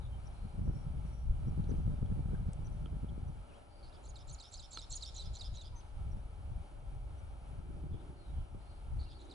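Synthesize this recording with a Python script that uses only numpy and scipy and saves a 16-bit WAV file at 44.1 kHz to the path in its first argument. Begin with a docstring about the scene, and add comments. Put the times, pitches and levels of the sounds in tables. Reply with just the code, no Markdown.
"""Gusts rumble and slap on the microphone over the even rush of a valley, with thin chips and blurred
whistles from birds up the rocky slope. A few dry ticks sound close by. Near 4 s, as the wind drops, a
hummingbird sings two seconds of fast, squeaky chatter with both sides of its syrinx, and the slope
throws back a faint echo. The gusts return, a low moan comes and goes, and at 9 s the bird starts again."""
import sys
import numpy as np
from scipy import signal
from scipy.fft import rfft, irfft
from scipy.io import wavfile
from scipy.ndimage import uniform_filter1d, map_coordinates

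SR = 44100
rng = np.random.default_rng(int(sys.argv[2]) if len(sys.argv) > 2 else 0)


def int16_out(signal):
    """Quantize to a 16-bit WAV file."""
    q = np.round(np.clip(np.atleast_2d(signal).T, -1, 1) * 32767)
    wavfile.write(sys.argv[1], SR, q.astype(np.int16))


N = 411894
TIME = np.arange(N) / SR
BINS = np.fft.rfftfreq(N, 1 / SR)


def gain_of(db):
    """Decibels to amplitude."""
    return 10 ** (np.asarray(db) / 20)


def spectrum(points):
    """Draws a curve over the frequency bins, on a log frequency scale."""
    hz, value = np.transpose(points)
    return np.interp(np.log(BINS + 1), np.log(hz + 1), value)


def band_db(hz, half_width_hz, order):
    """A band-pass curve in dB over the frequency bins."""
    return -20 * np.log10(1 + ((BINS - hz) / half_width_hz) ** order)


def automation(points):
    """Draws a curve through timed points, at every sample."""
    return np.interp(TIME, *np.transpose(points))


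def add(mix, s, sound):
    """Mixes a sound in at s seconds."""
    part = mix[max(round(s * SR), 0):][:len(sound)]
    part += sound[:len(part)]


def panned(x, balance_db):
    """Places a mono sound by its level difference, left minus right."""
    return x * gain_of([[balance_db / 2], [-balance_db / 2]])


def wander(size, per_s):
    """Smooth random modulation of about unit size."""
    knots = rng.standard_normal(int(size / SR * per_s) + 3)
    return map_coordinates(knots, [np.arange(size) * per_s / SR], order=3, mode="nearest")


def unit_rms(x):
    """Scales to an rms of one."""
    return x / np.sqrt(np.mean(x ** 2) + 1e-20)


def steadied(x, window_s):
    """Evens out the slow swell of a noise and keeps its quick lumps."""
    return x / np.sqrt(uniform_filter1d((x ** 2).mean(0), int(window_s * SR)) + 1e-9)


def stereo_noise(eq_db, likeness, balance_db=0, phase=0):
    """Coloured noise on two microphone ports that partly hear the same air."""
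    shared, own = rfft(rng.standard_normal((2, N)))
    likeness = np.clip(likeness, -1, 1)
    left = shared * gain_of(balance_db) * np.exp(1j * phase)
    right = likeness * shared + np.sqrt(1 - likeness ** 2) * own
    return unit_rms(irfft(np.array([left, right]) * gain_of(eq_db), N))


def scatter(x, delay_s, t60_s):
    """Many small reflections from rocks and bushes, different on each side."""
    t = np.arange(SR // 2) / SR
    taps = rng.standard_normal((2, len(t))) * (rng.random((2, len(t))) < .1)
    taps *= (t > delay_s) * gain_of(-60 * t / t60_s)
    taps /= np.linalg.norm(taps, axis=1, keepdims=True) + 1e-12
    return signal.oaconvolve(x[None], taps, axes=1)[:, :N]


def valley(rush_db=-62, flutter_db=.88, body_hz=650):
    """The bed: a steady distant rush whose low half sinks in the lull, with a low moan late on."""
    # tone of the rush: (frequency [Hz], level [dB])
    rush_eq = [(60, -4.5), (250, 1), (480, -3), (800, 0), (1080, -8), (1500, -11.5), (1900, -19.5),
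               (2550, -17.5), (3100, -14.5), (3600, -19), (4200, -19.5), (5200, -24.5), (5900, -24.5),
               (6450, -29), (8200, -26.5), (10000, -21), (11000, -23)]
    # its hollow resonances: (centre [Hz], width [Hz], boost [dB])
    hollows = [(580, 24, 6.6), (828, 110, 2.5), (1317, 85, 6.1), (2272, 150, 5.4)]
    # its stereo width: (frequency [Hz], left-right likeness [0-1])
    likeness = [(60, 0.71), (270, 0.69), (560, 0.59), (2400, 0.13), (5200, 0.99), (10900, 1)]
    # its pan: (frequency [Hz], left minus right [dB])
    balance = [(140, -5), (340, 1), (810, -1), (1920, 3.5), (4570, -2), (6500, -0.5)]
    # its phase between the sides: (frequency [Hz], left lead [rad])
    phase = [(100, -1.14), (600, -1.21), (850, -1.06), (2200, -1.99), (4500, -1.34), (6500, -0.27)]
    # fader on the whole rush: (time [s], gain [dB])
    swell = [(0, 2), (2.3, 2), (3.9, 0.8), (4.7, 0.5), (6.4, .5), (9.34, 1)]
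    # fader on its low half: (time [s], gain [dB])
    body_fader = [(0, 0), (4.15, 1.5), (4.45, -4.5), (5.3, 0), (6.5, 1.5), (9.34, 0.5)]
    # fader on the moan: (time [s], level [dB])
    moan_fader = [(7.4, -90), (7.7, -62), (8.05, -60), (8.25, -68.5), (8.9, -85), (9.2, -61)]
    hollows_db = sum(db * np.exp(-((BINS - hz) / width) ** 2) for hz, width, db in hollows)
    eq_db = spectrum(rush_eq) + hollows_db
    rush = stereo_noise(eq_db, spectrum(likeness), spectrum(balance), spectrum(phase))
    body = irfft(rfft(rush) / (1 + (BINS / body_hz) ** 6), N)
    rush += body * (gain_of(automation(body_fader)) - 1)
    moan = stereo_noise(band_db(hz=330, half_width_hz=70, order=2), likeness=.86)
    level_db = rush_db + automation(swell) + flutter_db * wander(N, 12)
    return rush * gain_of(level_db) + moan * gain_of(automation(moan_fader))


def wind(eddies_db=-.5, steepness=.38, lurch_db=1.5):
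    """Slow buffets push on the microphone; finer eddies break off in bursts, more so in a strong gust."""
    # strength of the gusts: (time [s], level [dB])
    gusts = [(0.0, -41), (.17, -41), (.22, -44.5), (0.37, -50.5), (.44, -40), (.53, -48), (.6, -36),
             (0.7, -39), (0.75, -42.5), (1.05, -40), (1.17, -44.5), (1.29, -34.5), (1.36, -37),
             (2.47, -37.5), (2.55, -43), (3.3, -41.5), (3.57, -59), (3.88, -52.5), (4.0, -56), (4.07, -48),
             (4.23, -53), (4.32, -43), (4.41, -57), (4.51, -60), (4.58, -48), (4.69, -58.5), (4.83, -49),
             (4.88, -55.5), (4.92, -45), (5.04, -51), (5.32, -41.5), (5.38, -52), (5.54, -36.5),
             (5.59, -48.5), (5.73, -45.5), (5.87, -53), (5.94, -44), (6.14, -38), (6.32, -49), (6.58, -38),
             (6.68, -54), (6.97, -43), (7.41, -48.5), (7.93, -42), (8.04, -49), (8.25, -53.5), (8.3, -41),
             (8.42, -36.5), (8.47, -53), (8.55, -43), (8.6, -49.5), (8.76, -50.5), (9.0, -34.5),
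             (9.08, -49.5), (9.34, -55)]
    # tone of the deep buffet: (frequency [Hz], level [dB])
    buffet_eq = [(10, -23), (24, 5), (38, 4), (60, 5.5), (114, -5), (190, -21.5), (400, -74.5)]
    # tone of the eddies: (frequency [Hz], level [dB])
    eddy_eq = [(50, -8.5), (105, 2.5), (150, 2), (200, -5), (280, -17), (450, -20.5), (800, -39),
               (1600, -43.5), (4000, -83)]
    # how finely the wind breaks up: (time [s], gain of the eddies [dB])
    turbulence = [(0, -12.5), (.45, -9), (.64, -2), (1.0, -6.5), (1.28, -16), (1.5, -4.5), (3.3, -4.5),
                  (3.9, -13), (4.2, -28), (5.4, -27), (5.54, -17), (5.8, -26), (6.17, -11), (6.4, -20),
                  (6.62, -12.5), (7.2, -26), (7.55, -2), (8.02, -4), (8.2, -8), (8.42, -18.5), (8.55, -1),
                  (8.65, -16), (9, -18)]
    # the same air reaches both ports: (frequency [Hz], left-right likeness [0-1])
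    port_likeness = [(25, 0.78), (65, 0.9), (110, 0.65), (250, 0.89), (500, 0.79), (1000, 0.15)]
    # it reaches the right one first: (frequency [Hz], left lead [rad])
    port_phase = [(25, 0.05), (65, -0.29), (110, -1), (200, -1.53), (330, -2), (600, -2.5)]
    gust_db = automation(gusts) + lurch_db * wander(N, per_s=24)
    likeness, phase = spectrum(port_likeness), spectrum(port_phase)
    buffet = stereo_noise(spectrum(buffet_eq), likeness, balance_db=2, phase=phase)
    buffet = steadied(buffet, window_s=.06)
    bursts = gain_of(2.2 * buffet.mean(0) + 4 * wander(N, 90))
    eddies = steadied(stereo_noise(spectrum(eddy_eq), likeness, phase=phase) * bursts, window_s=.1)
    fine_db = automation(turbulence) + eddies_db + steepness * (gust_db - gust_db.mean())
    return gain_of(gust_db) * (buffet + eddies * gain_of(fine_db))


def wind_slaps(top_hz=1200, left_late_s=.00067, quickest_s=.00096, big_db=-27):
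    """A sharp eddy hits the right port, then the left: a quick push and a slower pull."""
    # eddies that slap the microphone: (time [s], level [dB])
    hits = [(.617, -35), (.679, -27.5), (.698, -29), (1.293, -22.5), (1.483, -28.5), (1.577, -32),
            (1.74, -29.5), (1.878, -27), (2.028, -30), (2.193, -27.5), (2.333, -31.5), (2.862, -35),
            (2.929, -37), (3.045, -30), (3.179, -33), (6.134, -45), (7.838, -38.5), (8.547, -35.5)]
    t, out = np.arange(SR // 20) / SR, np.zeros((2, N))
    for s, db in hits:
        size = gain_of(db - big_db) ** 2  # bigger slaps are rounder and deeper
        roundness = max(size, 1)
        age = t / (quickest_s * (1 + size))
        push = age ** roundness * (roundness + 1 - age) * np.exp(-age)
        for port, late_s in zip(out, (left_late_s, 0)):
            add(port, s + late_s, gain_of(db) * push / push.max())
    return irfft(rfft(out) / (1 + (BINS / top_hz) ** 4), N)


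def dry_ticks(crack_db=-4, rise_s=.00076):
    """Each tick is a quickly damped ping in a wide, noisy crack, over a small hollow knock."""
    # close ticks: (time [s], level [dB], pitch [Hz], decay [s], knock gain [dB], noisiness [0-1])
    hits = [(1.64, -64.5, 4000, .005, -8, 1), (2.06, -63, 3340, .004, -5, .4),
            (2.532, -51.5, 8440, .0019, -32, 1), (2.8583, -50, 3130, .002, -9, 0.3),
            (2.869, -63, 3160, .003, -9, .25), (4.7725, -37, 3470, 0.0019, -9, 0.83)]
    # resonances of the knock: (frequency [Hz], level [dB], t60 [s])
    knock_modes = [(290, 3.5, 0.02), (470, -0.5, 0.035), (920, 4.5, 0.03), (1320, 11.5, 0.03),
                   (2360, -7, 0.067), (4100, -13, .025)]
    t, out = np.arange(SR // 10) / SR, np.zeros(N)
    bins = np.fft.rfftfreq(len(t), 1 / SR)
    knock = sum(gain_of(db - 60 * t / t60) * np.sin(2 * np.pi * (hz * t + rng.random()))
                for hz, db, t60 in knock_modes)
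    attack = np.minimum(t / rise_s, 1)
    for s, db, hz, decay_s, knock_db, noisiness in hits:
        pitch = hz * (1 + .093 * noisiness * wander(len(t), hz / 2))
        ping = np.sin(2 * np.pi * np.cumsum(pitch) / SR)
        crack = unit_rms(irfft(rfft(rng.standard_normal(len(t))) / (1 + ((bins / hz - 1) / .6) ** 2)))
        decay = np.exp(-np.maximum(t - rise_s, 0) / decay_s)
        snap = (ping + noisiness * gain_of(crack_db) * crack) * decay
        add(out, s, gain_of(db) * attack * (snap + .5 * gain_of(knock_db) * knock))
    return panned(out, balance_db=-4.5)


def syrinx_note(gesture, length, hz, db, hoarse, jitter=.0115, shimmer=.24, rasp=.06, overtone_db=-21):
    """One side of the syrinx: a slightly raspy tone bent through its gesture, sometimes quivering."""
    # contour of each gesture: (position in the note [0-1], pitch [factor], level [dB])
    contours = { "hook": [(0, .92, -15), (.25, .99, -4), (.55, 1, -1), (.7, .85, -4), (1, .62, -9)],
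                "crest": [(0, .74, -12), (.17, 1, -4), (.6, 1.04, -1), (.75, .97, 2), (1, .93, -4)],
                "flat": [(0, 1.01, -5), (.3, 1, 0), (.8, 1, 0), (1, .99, -6)], "arch": [(0, .8, -12),
                (.12, .93, -7), (.45, 1, -6), (.62, .99, -7), (.72, .75, 3), (.8, .6, -8), (.88, .44, -7),
                (1, .35, -18)], "drop": [(0, 1.02, -2), (.18, .98, 1), (.35, .72, -11), (.55, .59, -8),
                (1, .53, -18)], "rise": [(0, .87, -7), (.5, .97, 0), (1, 1.15, -3)], "fall": [(0, 1.07, -7),
                (.5, 1, 0), (1, .9, -7)], "slur": [(0, 1.1, -12), (.08, 1.3, -4), (.22, 1.08, 1),
                (.42, 1.01, 0), (.88, .94, -3), (1, .93, -11)], "sweep": [(0, .72, -7), (.15, .89, -1),
                (.4, .98, 0), (.72, 1.04, -2), (.82, 1.05, -8), (1, .75, -18)], "pips": [(0, .93, -8),
                (.3, .96, -2), (.8, .99, -1), (1, 1, -4)], "buzz": [(0, .96, -2), (.3, 1, 0), (.75, 1, -1),
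                (1, 1, -6)], "rattle": [(0, .98, -2), (.3, .99, 0), (.8, 1, -1), (1, 1.03, -4)],
                "peep": [(0, .8, -10), (.45, 1.02, 0), (1, .85, -7)], "peal": [(0, .98, -6), (.15, 1, 0),
                (.78, 1, 0), (.86, .85, -8), (.9, .58, -4), (1, .45, -8)], "chip": [(0, .97, -9),
                (.5, 1.01, 0), (.6, 1, 0), (.72, .7, -7), (.85, .46, -9), (1, .3, -17)],
                "dip": [(0, 1.14, -3), (.5, .87, 0), (.8, 1.24, -1), (1, 1.2, -9)]}
    # gestures that quiver: (first rate [beats/s], last rate [beats/s], pitch swing [share], dip [dB])
    quivers = {"pips": (150, 105, .2, 34), "rattle": (175, 125, .1, 26), "buzz": (195, 150, .05, 14),
               "crest": (330, 300, .05, 4)}
    t = np.arange(0, length, 1 / SR)
    position, bend, shape_db = np.transpose(contours[gesture])
    pitch = hz * uniform_filter1d(np.interp(t / length, position, bend), size=40)
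    level_db = db + np.interp(t / length, position, shape_db)
    if gesture in quivers:
        first, last, swing, dip_db = quivers[gesture]
        rate = np.linspace(first, last, len(t)) * (1 + .1 * wander(len(t), first))
        beat = abs(np.sin(np.pi * np.cumsum(rate) / SR))
        pitch *= 1 + 2 * swing * (beat - 2 / np.pi)  # each beat is a little arch, loudest on top
        pitch *= 1 + (.01 + .035 * (1 - beat)) * wander(len(t), 1400)  # hoarse between beats
        level_db = level_db - dip_db * (1 - beat) ** 2 + 2 * wander(len(t), first)
    pitch *= 1 + hoarse * jitter * wander(len(t), 1500)
    phase = 2 * np.pi * np.cumsum(pitch) / SR
    fades = np.sin(np.pi / 2 * np.clip(np.minimum(t, length - t) / .001, 0, 1))
    overtone = gain_of(overtone_db) * np.sin(2 * phase) * (pitch < SR / 4)
    flutter = 1 + shimmer * wander(len(t), 618) + hoarse * rasp * wander(len(t), 3000)
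    return gain_of(level_db) * fades * flutter * (np.sin(phase) + overtone)


def sing(notes, hoarse_per_db=0, hoarse_below_db=-46, pitch_spread=.004, spread_db=1.36):
    """Plays notes, never twice quite alike. Soft ones can turn hoarse; held whistles stay purer."""
    out = np.zeros(N)
    for (s, gesture, length, hz, db), (sharp, loud) in zip(notes, rng.standard_normal((len(notes), 2))):
        softness_db = max(hoarse_below_db - db, 0)
        hoarse = .7 if gesture in ("flat", "peal") else 1.5 + hoarse_per_db * softness_db
        pitch = hz * (1 + pitch_spread * sharp)
        add(out, s, syrinx_note(gesture, length, pitch, db + spread_db * loud, hoarse))
    return out


def wavered(x, sway_s, sways_per_s, flicker_db):
    """A far call wavers in pitch and flickers in level, so that it breaks up."""
    shift = sway_s * SR * wander(N, sways_per_s)
    warped = map_coordinates(x, [np.arange(N) + shift], order=3)
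    return warped * gain_of(flicker_db * wander(N, sways_per_s))


def far_birds(echo_db=-9):
    """The farther the bird, the more of its call arrives as echo, and the more it wavers."""
    # birds up the slope: (time [s], gesture, length [s], pitch [Hz], level [dB])
    chip_notes = [ (.256, "chip", .036, 5700, -66), (1.46, "chip", 0.06, 5730, -74.5),
                  (1.686, "chip", 0.043, 5990, -64), (2.647, "chip", 0.042, 5930, -67),
                  (3.083, "peep", 0.021, 3430, -63), (3.278, "flat", 0.019, 5930, -75.5),
                  (3.49, "dip", 0.083, 2670, -68), (4.47, "rise", 0.037, 5800, -66),
                  (5.72, "fall", .09, 946, -62.5), (6.115, "flat", 0.022, 5680, -74),
                  (7.178, "flat", .026, 5900, -78)]
    # whistles so distant that they blur: (time [s], gesture, length [s], pitch [Hz], level [dB])
    whistle_notes = [(0, "fall", 0.064, 3750, -68), (.1, "flat", 0.058, 3090, -71),
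                     (.33, "buzz", 0.198, 4130, -68.5), (.62, "flat", 0.22, 5630, -78),
                     (1.04, "flat", 0.19, 5720, -73.5), (2.32, "fall", 0.049, 1543, -63),
                     (3.68, "buzz", 0.14, 4530, -74), (7.9, "pips", 0.12, 3200, -69),
                     (8.15, "fall", .17, 4090, -72.5), (8.32, "fall", 0.14, 3120, -71.5),
                     (8.58, "buzz", .21, 4250, -75), (8.97, "pips", 0.19, 4000, -63),
                     (9.18, "pips", 0.18, 3560, -67)]
    chips = wavered(sing(chip_notes), sway_s=.000008, sways_per_s=330, flicker_db=3)
    whistles = sing(whistle_notes, hoarse_per_db=.06)
    whistles = wavered(whistles, sway_s=.00006, sways_per_s=130, flicker_db=3.5)
    echo = gain_of(echo_db) * scatter(chips, delay_s=.05, t60_s=.47)
    blur = scatter(whistles, delay_s=.0027, t60_s=.17)
    return panned(chips, balance_db=6) + echo + blur


def placed(part, start, level_db, upper_db=0, pitch=1, stretch=1, upper_voice_hz=5600):
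    """Cues one part of the song with its own level, balance of the two voices, pitch and pace."""
    return [(start + s * stretch, gesture, length * stretch, hz * pitch,
             level_db + db + upper_db * (hz > upper_voice_hz))
            for s, gesture, length, hz, db in part]


def chatter():
    """The hummingbird's score; overlapping notes are the two voices of one bird."""
    # where each song starts: (time [s], level [dB])
    song_starts = [(3.828, -61), (8.992, -59.5)]
    # its soft lead-in: (offset [s], gesture, length [s], pitch [Hz], relative level [dB])
    lead_in = [(0, "flat", 0.031, 4510, -1.5), (0, "rattle", 0.052, 4060, -4),
               (.035, "pips", 0.035, 4330, -4.5), (.068, "flat", 0.025, 2775, -10.5),
               (.095, "fall", .01, 3900, -3), (.106, "buzz", 0.031, 4800, -4),
               (.106, "pips", 0.045, 3280, -2)]
    # a phrase is an opening, one of three turns, and a closing; columns as in the lead-in
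    opening = [(0, "hook", .02, 7360, -4.5), (.008, "pips", .0467, 3890, -1.5),
               (.019, "crest", .014, 7130, 0.5), (.035, "flat", .014, 6070, -3.5)]
    turns = { "squeal": [(.052, "arch", 0.027, 9570, -3), (.056, "flat", 0.016, 6680, 0.5),
             (.073, "drop", .017, 6900, 0.5), (.112, "rise", 0.0102, 4490, -4.5)],
             "slide": [(.057, "fall", 0.0052, 7200, -1), (.06, "fall", 0.018, 4930, -0.5)],
             "hold": [(.05, "flat", 0.026, 4080, -.5)]}
    closing = [(0.00064, "slur", 0.0214, 3910, 0), (.006, "sweep", 0.021, 7440, -8.5),
               (.027, "fall", 0.011, 4520, -3), (0.038, "peep", 0.0056, 6330, -8.5),
               (.039, "buzz", 0.043, 5140, -6.5), (.038, "rattle", 0.0449, 3442, -6.5)]
    # for each turn: (offset of the closing in the phrase [s])
    closes_after_s = {"squeal": .124, "slide": .077, "hold": .075}
    # phrases swell, then tire: (time [s], turn, opening level [dB], closing level [dB],
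    # upper voice gain [dB], pitch [factor], closing length [factor])
    phrases = [(4.030, "squeal", -63.5, -58, 2.5, 1.004, 0.93),
               (4.271, "squeal", -52.5, -51.5, -0.5, 1.01, 1.06),
               (4.513, "slide", -51.5, -50.5, 0, 1.013, 0.92),
               (4.707, "hold", -49.5, -48.5, 2.5, 1.025, .87),
               (4.897, "squeal", -45.5, -43.5, 1.5, 1.015, 0.97),
               (5.140, "hold", -45.5, -51.5, -1.5, 0.97, 0.8), (5.330, "slide", -49.5, -47, -3, .98, .9),
               (5.531, "hold", -54, -53, -4.5, 0.95, 0.99),
               (9.184, "squeal", -56.5, -56, -17.5, 0.97, 1.03)]
    # a thin whistle ends the first song: (time [s], gesture, length [s], pitch [Hz], level [dB])
    end_whistle = (5.754, "peal", .062, 6200, -62.5)
    notes = [end_whistle]
    for s, db in song_starts:
        notes += placed(lead_in, s, db)
    for s, turn, opening_db, closing_db, upper_db, pitch, stretch in phrases:
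        notes += placed(opening + turns[turn], s, opening_db, upper_db, pitch)
        notes += placed(closing, s + closes_after_s[turn], closing_db, upper_db, pitch, stretch)
    return notes


def hummingbird(hiss_db=-17, ground_db=-10.5, echo_db=-16, wash_db=-13.5):
    """The near, airy song rings briefly off twigs and stones; the slope returns an echo and a wash."""
    song = sing(chatter(), hoarse_per_db=.09)
    envelope = uniform_filter1d(abs(song), size=80)
    hiss = stereo_noise(band_db(hz=6200, half_width_hz=3000, order=4), likeness=1)[0]
    blur = stereo_noise(band_db(hz=4200, half_width_hz=1200, order=4), likeness=1)[0]
    song += gain_of(hiss_db) * hiss * envelope
    ground = gain_of(ground_db) * scatter(song, delay_s=.001, t60_s=.11)
    echo = gain_of(echo_db) * scatter(song, delay_s=.038, t60_s=.71)
    wash = gain_of(wash_db) * scatter(blur * envelope, delay_s=.004, t60_s=1.1)
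    return panned(song + ground, balance_db=-4) + echo + wash


def scene():
    """Birds and ticks over moving air."""
    return hummingbird() + far_birds() + dry_ticks() + wind() + wind_slaps() + valley()


def record(dry):
    """A steep low-pass takes off the top octave."""
    low_pass = signal.firwin(511, cutoff=11070, window=("kaiser", 9), fs=SR)
    return signal.oaconvolve(dry, low_pass[None], "same")


dry = scene()
out = record(dry)
int16_out(out)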